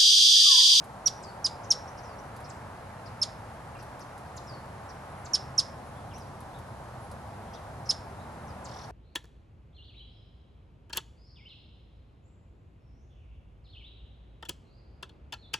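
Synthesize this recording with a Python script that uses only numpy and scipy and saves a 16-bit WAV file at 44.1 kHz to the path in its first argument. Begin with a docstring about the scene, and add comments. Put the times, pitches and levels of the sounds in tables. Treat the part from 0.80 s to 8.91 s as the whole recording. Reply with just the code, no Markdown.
"""At a nest hole in a tall cactus, a bird gives seven sharp chips, each a held whistle that plunges at
the end. Its throat boosts whichever overtone is near 5 kHz, and the cactus ribs and the ground scatter
every chip into tiny echoes. Other birds call faintly further off and a few thin ticks sound nearby.
Behind it all are a faint hiss and the steady hum of distant traffic: rumble, tyre roar and engines."""
import sys
import numpy as np
from scipy import signal
from scipy.fft import rfft, irfft
from scipy.io import wavfile
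from scipy.ndimage import uniform_filter1d

SR = 44100
rng = np.random.default_rng(int(sys.argv[2]) if len(sys.argv) > 2 else 0)


def wav_record(signal):
    """Record a signal, one row per channel, as 16-bit PCM in the file named by sys.argv[1]."""
    frames = np.transpose(np.atleast_2d(signal))
    bounded = np.clip(frames, -1, 1)
    # unit amplitude maps onto the largest positive 16-bit level
    quanta = np.round(bounded * 32767).astype(np.int16)
    wavfile.write(sys.argv[1], SR, quanta)


N = 357651
TIME = np.arange(N) / SR

# A "colour" says how strong each frequency is. Levels in a table are relative to one another.
# colour of the low traffic rumble: frequency_hz, gain_db
RUMBLE_COLOUR = [(12, -32), (25, -19), (45, -9), (70, -2.5), (115, 0.5), (160, -5.5), (230, -7), (310, -16),
                 (420, -24.5), (800, -67)]
# colour of the tyre roar: frequency_hz, gain_db
TYRE_COLOUR = [(180, -33), (300, -9.5), (412, -7), (487, -5.5), (560, -3), (824, -0.5), (1540, -9.5),
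               (2810, -22.5), (3200, -28), (4160, -48.5), (7040, -120)]
# how the low and high parts of the tyre roar rise and fall: time_s, low_db, high_db
TYRE_LEVELS = [(0.0, -48, -55.5), (0.97, -46, -52.5), (2.42, -49, -53.5), (3.88, -48, -54),
               (4.56, -47.5, -52.5), (5.35, -48.5, -56), (8.11, -47, -54)]
# colour of the faint hiss: frequency_hz, gain_db
HISS_COLOUR = [(2200, -34), (3000, -1), (4000, 0.5), (6000, -3), (8000, -5.5), (10500, -5), (12000, -8)]
# how alike the background is on the left and right (1 is fully alike): frequency_hz, likeness
STEREO_LIKENESS = [(120, 1), (250, .93), (500, .9), (900, .8), (1600, .62), (3100, .25), (6000, .3),
                   (11700, .79)]
# how far the background's waves on the left run ahead of the right: frequency_hz, lead_radians
LEFT_LEAD = [(30, .05), (100, .18), (250, .42), (600, .76), (2000, .62), (5300, .05)]

# thin dry ticks: start_s, level_db
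TICK_EVENTS = [(0.042, -48), (1.565, -49), (1.6043, -51), (3.0275, -51), (3.1946, -51), (3.3792, -49.5),
               (3.5678, -51), (5.3821, -48), (5.6057, -49), (5.7882, -51), (6.3149, -47)]
# colour of a tick: frequency_hz, gain_db
TICK_TONE = [(1500, -33), (4000, 1.5), (7000, -5), (10000, 2.5), (12000, 1.5)]

# the near bird's chips:
# start_s, hold_s, sag_s, start_hz, sagged_hz, before_plunge_hz, level_db, swell_db, left_over_right_db
NEAR_CHIPS = [(.258, .0132, .007, 6100, 5750, 5700, -12.5, 9, -3),
              (.6432, .0156, .013, 5900, 4960, 4960, -19.5, 0, -3),
              (.9028, .0128, .011, 6850, 5600, 5450, -11, 13, -.3),
              (2.4151, .0117, .0062, 5850, 5200, 5370, -18.8, 5, -3),
              (4.5335, .0145, .0095, 6350, 5330, 5400, -16, 6, -3.2),
              (4.778, .0143, .0098, 6550, 5450, 5220, -13.7, 8, -3.3),
              (7.0908, .013, .005, 5700, 5110, 5400, -16.7, 8, -2.6)]
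# the tones in its voice, at whole multiples of the pitch: multiple, level_db
VOICE_HARMONICS = [(1, 0), (2, -3), (3, -15), (4, -22)]
# its throat favours tones near 5 kHz: frequency_hz, gain_db
THROAT_COLOUR = [(1500, -48), (2500, -32), (3300, -14), (4300, -5), (5000, 0), (6300, -.5), (7500, -9.5),
                 (9000, -14), (10500, -19), (11600, -33)]
# air rushing through the throat: frequency_hz, gain_db
BREATH_COLOUR = [(1500, 1), (3000, -9), (5000, 0.5), (7000, -3), (10000, -2.5), (12000, -41.5)]
# the beak beams treble at the cactus, so more of it comes back scattered: frequency_hz, gain_db
CACTUS_ECHO_COLOUR = [(2500, -8), (4000, -7), (5000, -14), (5800, -15), (7000, -3), (11000, -3)]
# air and brush soak up treble on the longer paths: frequency_hz, gain_db
GROUND_ECHO_COLOUR = [(4300, -10), (5500, -8.5), (6700, -13), (10000, -18.5)]

# distant engines: start_s, loudest_s, end_s, start_hz, settled_hz, settling_s, level_db
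ENGINE_DRONES = [(1.4, 2.02, 3.1, 88, 101, 0.504, -48.5), (2.2, 4.7, 5.9, 110, 147, 2.4, -50),
                 (.3, 7.4, 7.4, 71.5, 76, 6.07, -52), (6.2, 6.5, 8.4, 120, 97, 0.199, -49.5)]

# far birds, sharp downward flicks: start_s, top_hz, level_db
FAR_FLICKS = [(.424, 8300, -48.5), (1.689, 8300, -47), (3.563, 7380, -44), (4.447, 7500, -45),
              (7.841, 8050, -45.5)]
# far birds, falling slides: start_s, length_s, start_hz, level_db
FAR_SLIDES = [(0.425, 0.088, 5500, -53), (1.23, .035, 6600, -55), (1.26, .09, 6200, -61.5),
              (3.661, .15, 6230, -55.5), (5.384, 0.084, 6400, -60.5), (7.665, 0.058, 6740, -61)]
# far birds, soft pips that arch over and drop: start_s, top_hz, level_db
FAR_PIPS = [(.832, 6250, -50.5), (1.173, 5880, -50), (1.64, 5570, -50), (2.256, 5240, -51),
            (2.988, 5750, -53), (3.202, 5700, -50.5), (4.087, 5820, -50.5), (6.732, 5750, -50.5),
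            (7.054, 5840, -49)]
# far birds, short rising notes: start_s, length_s, level_db
FAR_RISES = [(1.073, 0.017, -49), (1.383, 0.015, -54), (5.332, 0.043, -51.5)]
# scratchy warbles of a still more distant bird: start_s, length_s, both_ends_hz, middle_hz, level_db
FAR_WARBLES = [(2.943, 0.067, 3200, 2430, -58), (5.15, 0.048, 2990, 3550, -61.5),
               (5.303, .078, 3950, 2320, -57.5), (5.73, .06, 3150, 3820, -58),
               (6.665, .04, 2700, 3400, -63), (6.731, 0.053, 2300, 3900, -55),
               (7.385, .07, 3290, 3930, -63)]
# far birds, thin and very high whistles: start_s, length_s, level_db
FAR_THIN_NOTES = [(4.3, .03, -65.5), (4.37, .06, -66), (5.06, .04, -63.5), (5.16, .05, -66),
                  (6.205, .065, -60)]


def gain_of(db):
    """Turns decibels into a number to multiply a sound by."""
    return 10 ** (np.asarray(db) / 20)


def evened(x):
    """Scales a signal so that its average power is 1."""
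    return x / np.sqrt(np.mean(x ** 2) + 1e-20)


def look_up(table, hz):
    """Reads between a table's rows, giving every octave equal room."""
    frequencies, values = np.transpose(table)
    return np.interp(np.log(hz + 1), np.log(frequencies + 1), values)


def coloured(x, colour):
    """Makes each frequency in a sound stronger or weaker, as a colour table says."""
    size = x.shape[-1]
    hz = np.fft.rfftfreq(size, 1 / SR)
    return irfft(rfft(x) * gain_of(look_up(colour, hz)), size)


def add(mix, start_s, sound):
    """Mixes a sound in at its start time."""
    part = mix[..., round(start_s * SR):][..., :sound.shape[-1]]
    part += sound[..., :part.shape[-1]]


def stereo_noise(colour):
    """Noise as it reaches two points close together: partly alike, and a little earlier on the left."""
    hz = np.fft.rfftfreq(N, 1 / SR)
    a, b, c, d = rng.standard_normal((4, len(hz)))
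    left, unrelated = a + 1j * b, c + 1j * d
    likeness = np.clip(look_up(STEREO_LIKENESS, hz), 0, 1)
    lag = np.exp(-1j * look_up(LEFT_LEAD, hz))
    right = (likeness * left + np.sqrt(1 - likeness ** 2) * unrelated) * lag
    return evened(irfft(np.array([left, right]) * gain_of(look_up(colour, hz)), N))


def traffic(split_hz=1150, swell_at_s=6.7, swell_half_width_s=2.4):
    """Far tyres roar, their lows and highs drifting apart; the rumble swells as heavier traffic passes."""
    roar = stereo_noise(TYRE_COLOUR)
    lows = signal.sosfiltfilt(signal.butter(4, split_hz, fs=SR, output="sos"), roar)
    times, low_db, high_db = np.transpose(TYRE_LEVELS)
    tyres = evened(lows) * gain_of(np.interp(TIME, times, low_db) + 1)
    tyres += evened(roar - lows) * gain_of(np.interp(TIME, times, high_db))
    swell = np.exp(-((TIME - swell_at_s) / swell_half_width_s) ** 2)
    rumble = stereo_noise(RUMBLE_COLOUR) * gain_of(-48 + 1.5 * swell)
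    return rumble + tyres


def hiss(level_db=-61.5):
    """A faint, steady, high noise."""
    return gain_of(level_db) * stereo_noise(HISS_COLOUR)


def ticks(die_away_s=.08):
    """Tiny bright snaps of noise, each fading by 60 dB in die_away_s."""
    out, t = np.zeros((2, N)), np.arange(SR // 10) / SR
    for start_s, db in TICK_EVENTS:
        snap = evened(coloured(rng.standard_normal(len(t)), TICK_TONE))
        add(out, start_s - .001, gain_of(db - 1 - 60 * t / die_away_s) * snap)
    return out


def flutter(size, smooth_samples):
    """A fast random wobble that makes a pitch sound raspy."""
    return evened(uniform_filter1d(rng.standard_normal(size), size=smooth_samples))


def chip(hold_s, sag_s, start_hz, sagged_hz, before_plunge_hz, level_db, swell_db):
    """A whistle that sags, holds and plunges, sweeping its overtones down through the throat's boost."""
    plunge_s, halfway_down_s, low_share = .02, .0065, .25  # the pitch sinks towards a quarter
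    t = np.arange(0, hold_s + plunge_s, 1 / SR)
    hold_progress = np.minimum(t / hold_s, 1)
    after_hold_s = np.maximum(t - hold_s, 0)
    plunging = np.minimum(after_hold_s / .004, 1)
    # the pitch snaps in from above, sags, drifts, then collapses and turns raspy
    snap_hz = 2500 * np.exp(-t / .0003)
    sag_hz = (start_hz - sagged_hz) * np.maximum(1 - t / sag_s, 0) ** 2
    drift_hz = (before_plunge_hz - sagged_hz) * np.sin(np.pi * np.maximum(hold_progress - .5, 0)) ** 2
    collapse = low_share + (1 - low_share) / (1 + (after_hold_s / halfway_down_s) ** 3)
    hz = snap_hz + (sagged_hz + sag_hz + drift_hz) * collapse
    rasp = .025 * plunging * flutter(len(t), smooth_samples=14)
    phase = 2 * np.pi * np.cumsum(hz * (1 + rasp)) / SR
    # the held part varies in strength from chip to chip; the plunge is always pushed alike
    held_db = level_db + swell_db * (np.sin(np.pi * hold_progress / 2) - 1)
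    voice_break_db = -6.3 * np.exp(-((after_hold_s - .0052) / .0018) ** 2)
    plunge_db = -14.6 - 17 * (after_hold_s / plunge_s) ** 2 + voice_break_db
    pressure = gain_of((1 - plunging) * held_db + plunging * plunge_db)
    voice = np.zeros(len(t))
    for multiple, db in VOICE_HARMONICS:
        tone_hz = multiple * hz
        in_range = tone_hz < SR / 2
        voice += gain_of(db + look_up(THROAT_COLOUR, tone_hz)) * in_range * np.sin(multiple * phase)
    breath = gain_of(-30) * evened(coloured(rng.standard_normal(len(t)), BREATH_COLOUR))
    fade_in = np.minimum(t / .004, 1) ** .7
    return pressure * (fade_in * voice + breath)


def scatter(sound, delay_s, die_away_s, likeness):
    """A cloud of small echoes, partly alike left and right, that fades by 60 dB in die_away_s."""
    t = np.arange(SR // 2) / SR
    common, left, right = rng.standard_normal((3, len(t)))
    echoes = np.sqrt(likeness) * common + np.sqrt(1 - likeness) * np.array([left, right])
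    echoes *= gain_of(-60 * t / die_away_s) * (t > delay_s)
    return signal.fftconvolve(sound, echoes / np.linalg.norm(echoes[0]), axes=1)[:, :N]


def near_bird():
    """The chips, their quick echoes off the cactus ribs, and a faint tail from the open ground."""
    direct = np.zeros((2, N))
    for start_s, *shape, left_over_right_db in NEAR_CHIPS:
        sides = gain_of([[left_over_right_db / 2], [-left_over_right_db / 2]])
        add(direct, start_s, sides * chip(*shape))
    to_cactus = coloured(direct, CACTUS_ECHO_COLOUR)
    to_ground = coloured(to_cactus, GROUND_ECHO_COLOUR)
    ribs = scatter(to_cactus, delay_s=.002, die_away_s=.075, likeness=.7)
    ground = scatter(to_ground, delay_s=.022, die_away_s=.33, likeness=.9)
    return direct + ribs + ground


def engines(waver_db=2, faint_db=-12.5):
    """Each engine's firing makes a hum that settles towards a new pitch as it swells, wavers and fades."""
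    out = np.zeros(N)
    waver_rates_hz = np.geomspace(.7, 4, num=8)
    for start_s, loudest_s, end_s, start_hz, settled_hz, settling_s, db in ENGINE_DRONES:
        hz = settled_hz + (start_hz - settled_hz) * np.exp(-np.maximum(TIME - start_s, 0) / settling_s)
        hum = np.sin(2 * np.pi * np.cumsum(hz) / SR)
        passing_db = np.interp(TIME, [start_s, loudest_s, end_s], [faint_db, 0, faint_db])
        waver = evened(sum(np.sin(2 * np.pi * (rate * TIME + rng.random())) for rate in waver_rates_hz))
        running = uniform_filter1d(1. * (TIME > start_s) * (TIME < end_s), size=8000)  # soft on and off
        out += running * gain_of(db + passing_db + waver_db * waver) * hum
    return out


def bend(length_s, start_hz, middle_hz, end_hz):
    """A smooth path through three pitches."""
    curve = np.polyfit([0, .5, 1], [start_hz, middle_hz, end_hz], 2)
    return np.polyval(curve, np.linspace(0, 1, round(length_s * SR)))


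def whistle(hz, rasp, fade_db_per_s=110):
    """A bird's note along a fluttering pitch path; a negative fade makes it grow louder."""
    t = np.arange(len(hz)) / SR
    raspy_hz = hz * (1 + rasp * flutter(len(t), smooth_samples=24))
    loudness = signal.windows.tukey(len(t), .3) * gain_of(-fade_db_per_s * (t - t.mean()))
    return loudness * np.sin(2 * np.pi * np.cumsum(raspy_hz) / SR)


def far_calls(slide_low_hz=4380, slide_sink_s=.026, rise_hz=(5300, 6260), thin_hz=10130):
    """Gives each far call as (start_s, level_db, sound); every kind has its own shape and rasp."""
    for start_s, top_hz, db in FAR_FLICKS:
        path = top_hz * bend(.019, 1, .83, .41)
        yield start_s, db, whistle(path, rasp=.035, fade_db_per_s=-150)
    for start_s, top_hz, db in FAR_PIPS:
        yield start_s, db, whistle(top_hz * bend(.022, .79, 1, .635), rasp=.06)
    for start_s, length_s, start_hz, db in FAR_SLIDES:
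        sink = np.exp(-np.arange(0, length_s, 1 / SR) / slide_sink_s)
        path = slide_low_hz + (start_hz - slide_low_hz) * sink
        yield start_s, db, whistle(path, rasp=.012, fade_db_per_s=130)
    for start_s, length_s, db in FAR_RISES:
        yield start_s, db, whistle(np.linspace(*rise_hz, round(length_s * SR)), rasp=.012)
    for start_s, length_s, db in FAR_THIN_NOTES:
        yield start_s, db, whistle(np.full(round(length_s * SR), thin_hz), rasp=.008)
    for start_s, length_s, ends_hz, middle_hz, db in FAR_WARBLES:
        yield start_s, db, whistle(bend(length_s, ends_hz, middle_hz, ends_hz), rasp=.05)


def far_birds():
    """The far calls and a rattle, blurred by echoes from the brush and the ground."""
    calls = np.zeros((2, N))
    for start_s, db, call in [*far_calls(), *far_rattle()]:
        add(calls, start_s, gain_of(db) * call)
    brush = gain_of(-2) * scatter(calls, delay_s=.0021, die_away_s=.079, likeness=.4)
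    ground = gain_of(-9.5) * scatter(calls, delay_s=.023, die_away_s=.64, likeness=.47)
    return gain_of(-5.5) * calls + brush + ground


def far_rattle(start_s=7.86, notes_per_s=40.3, count=8, note_s=.0125):
    """A far bird's quick run of raspy falling notes, which sets off a little lower and softer."""
    for note in range(count):
        setting_off = np.exp(-note / 2)
        path = (6100 - 800 * setting_off) * bend(note_s, .88, .88, .38)
        db = -47 - 2.5 * setting_off
        yield start_s + note / notes_per_s, db, whistle(path, rasp=.07)


def scene():
    """Birds and ticks over the traffic and a faint hiss."""
    return near_bird() + far_birds() + ticks() + traffic() + engines() + hiss()


def record(dry):
    """Cuts away the very highest treble."""
    cutoff_hz = 12150
    low_pass = signal.firwin(511, cutoff_hz, window=("kaiser", 9), fs=SR)
    return signal.oaconvolve(dry, low_pass[None], "same")


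dry = scene()
out = record(dry)
wav_record(out)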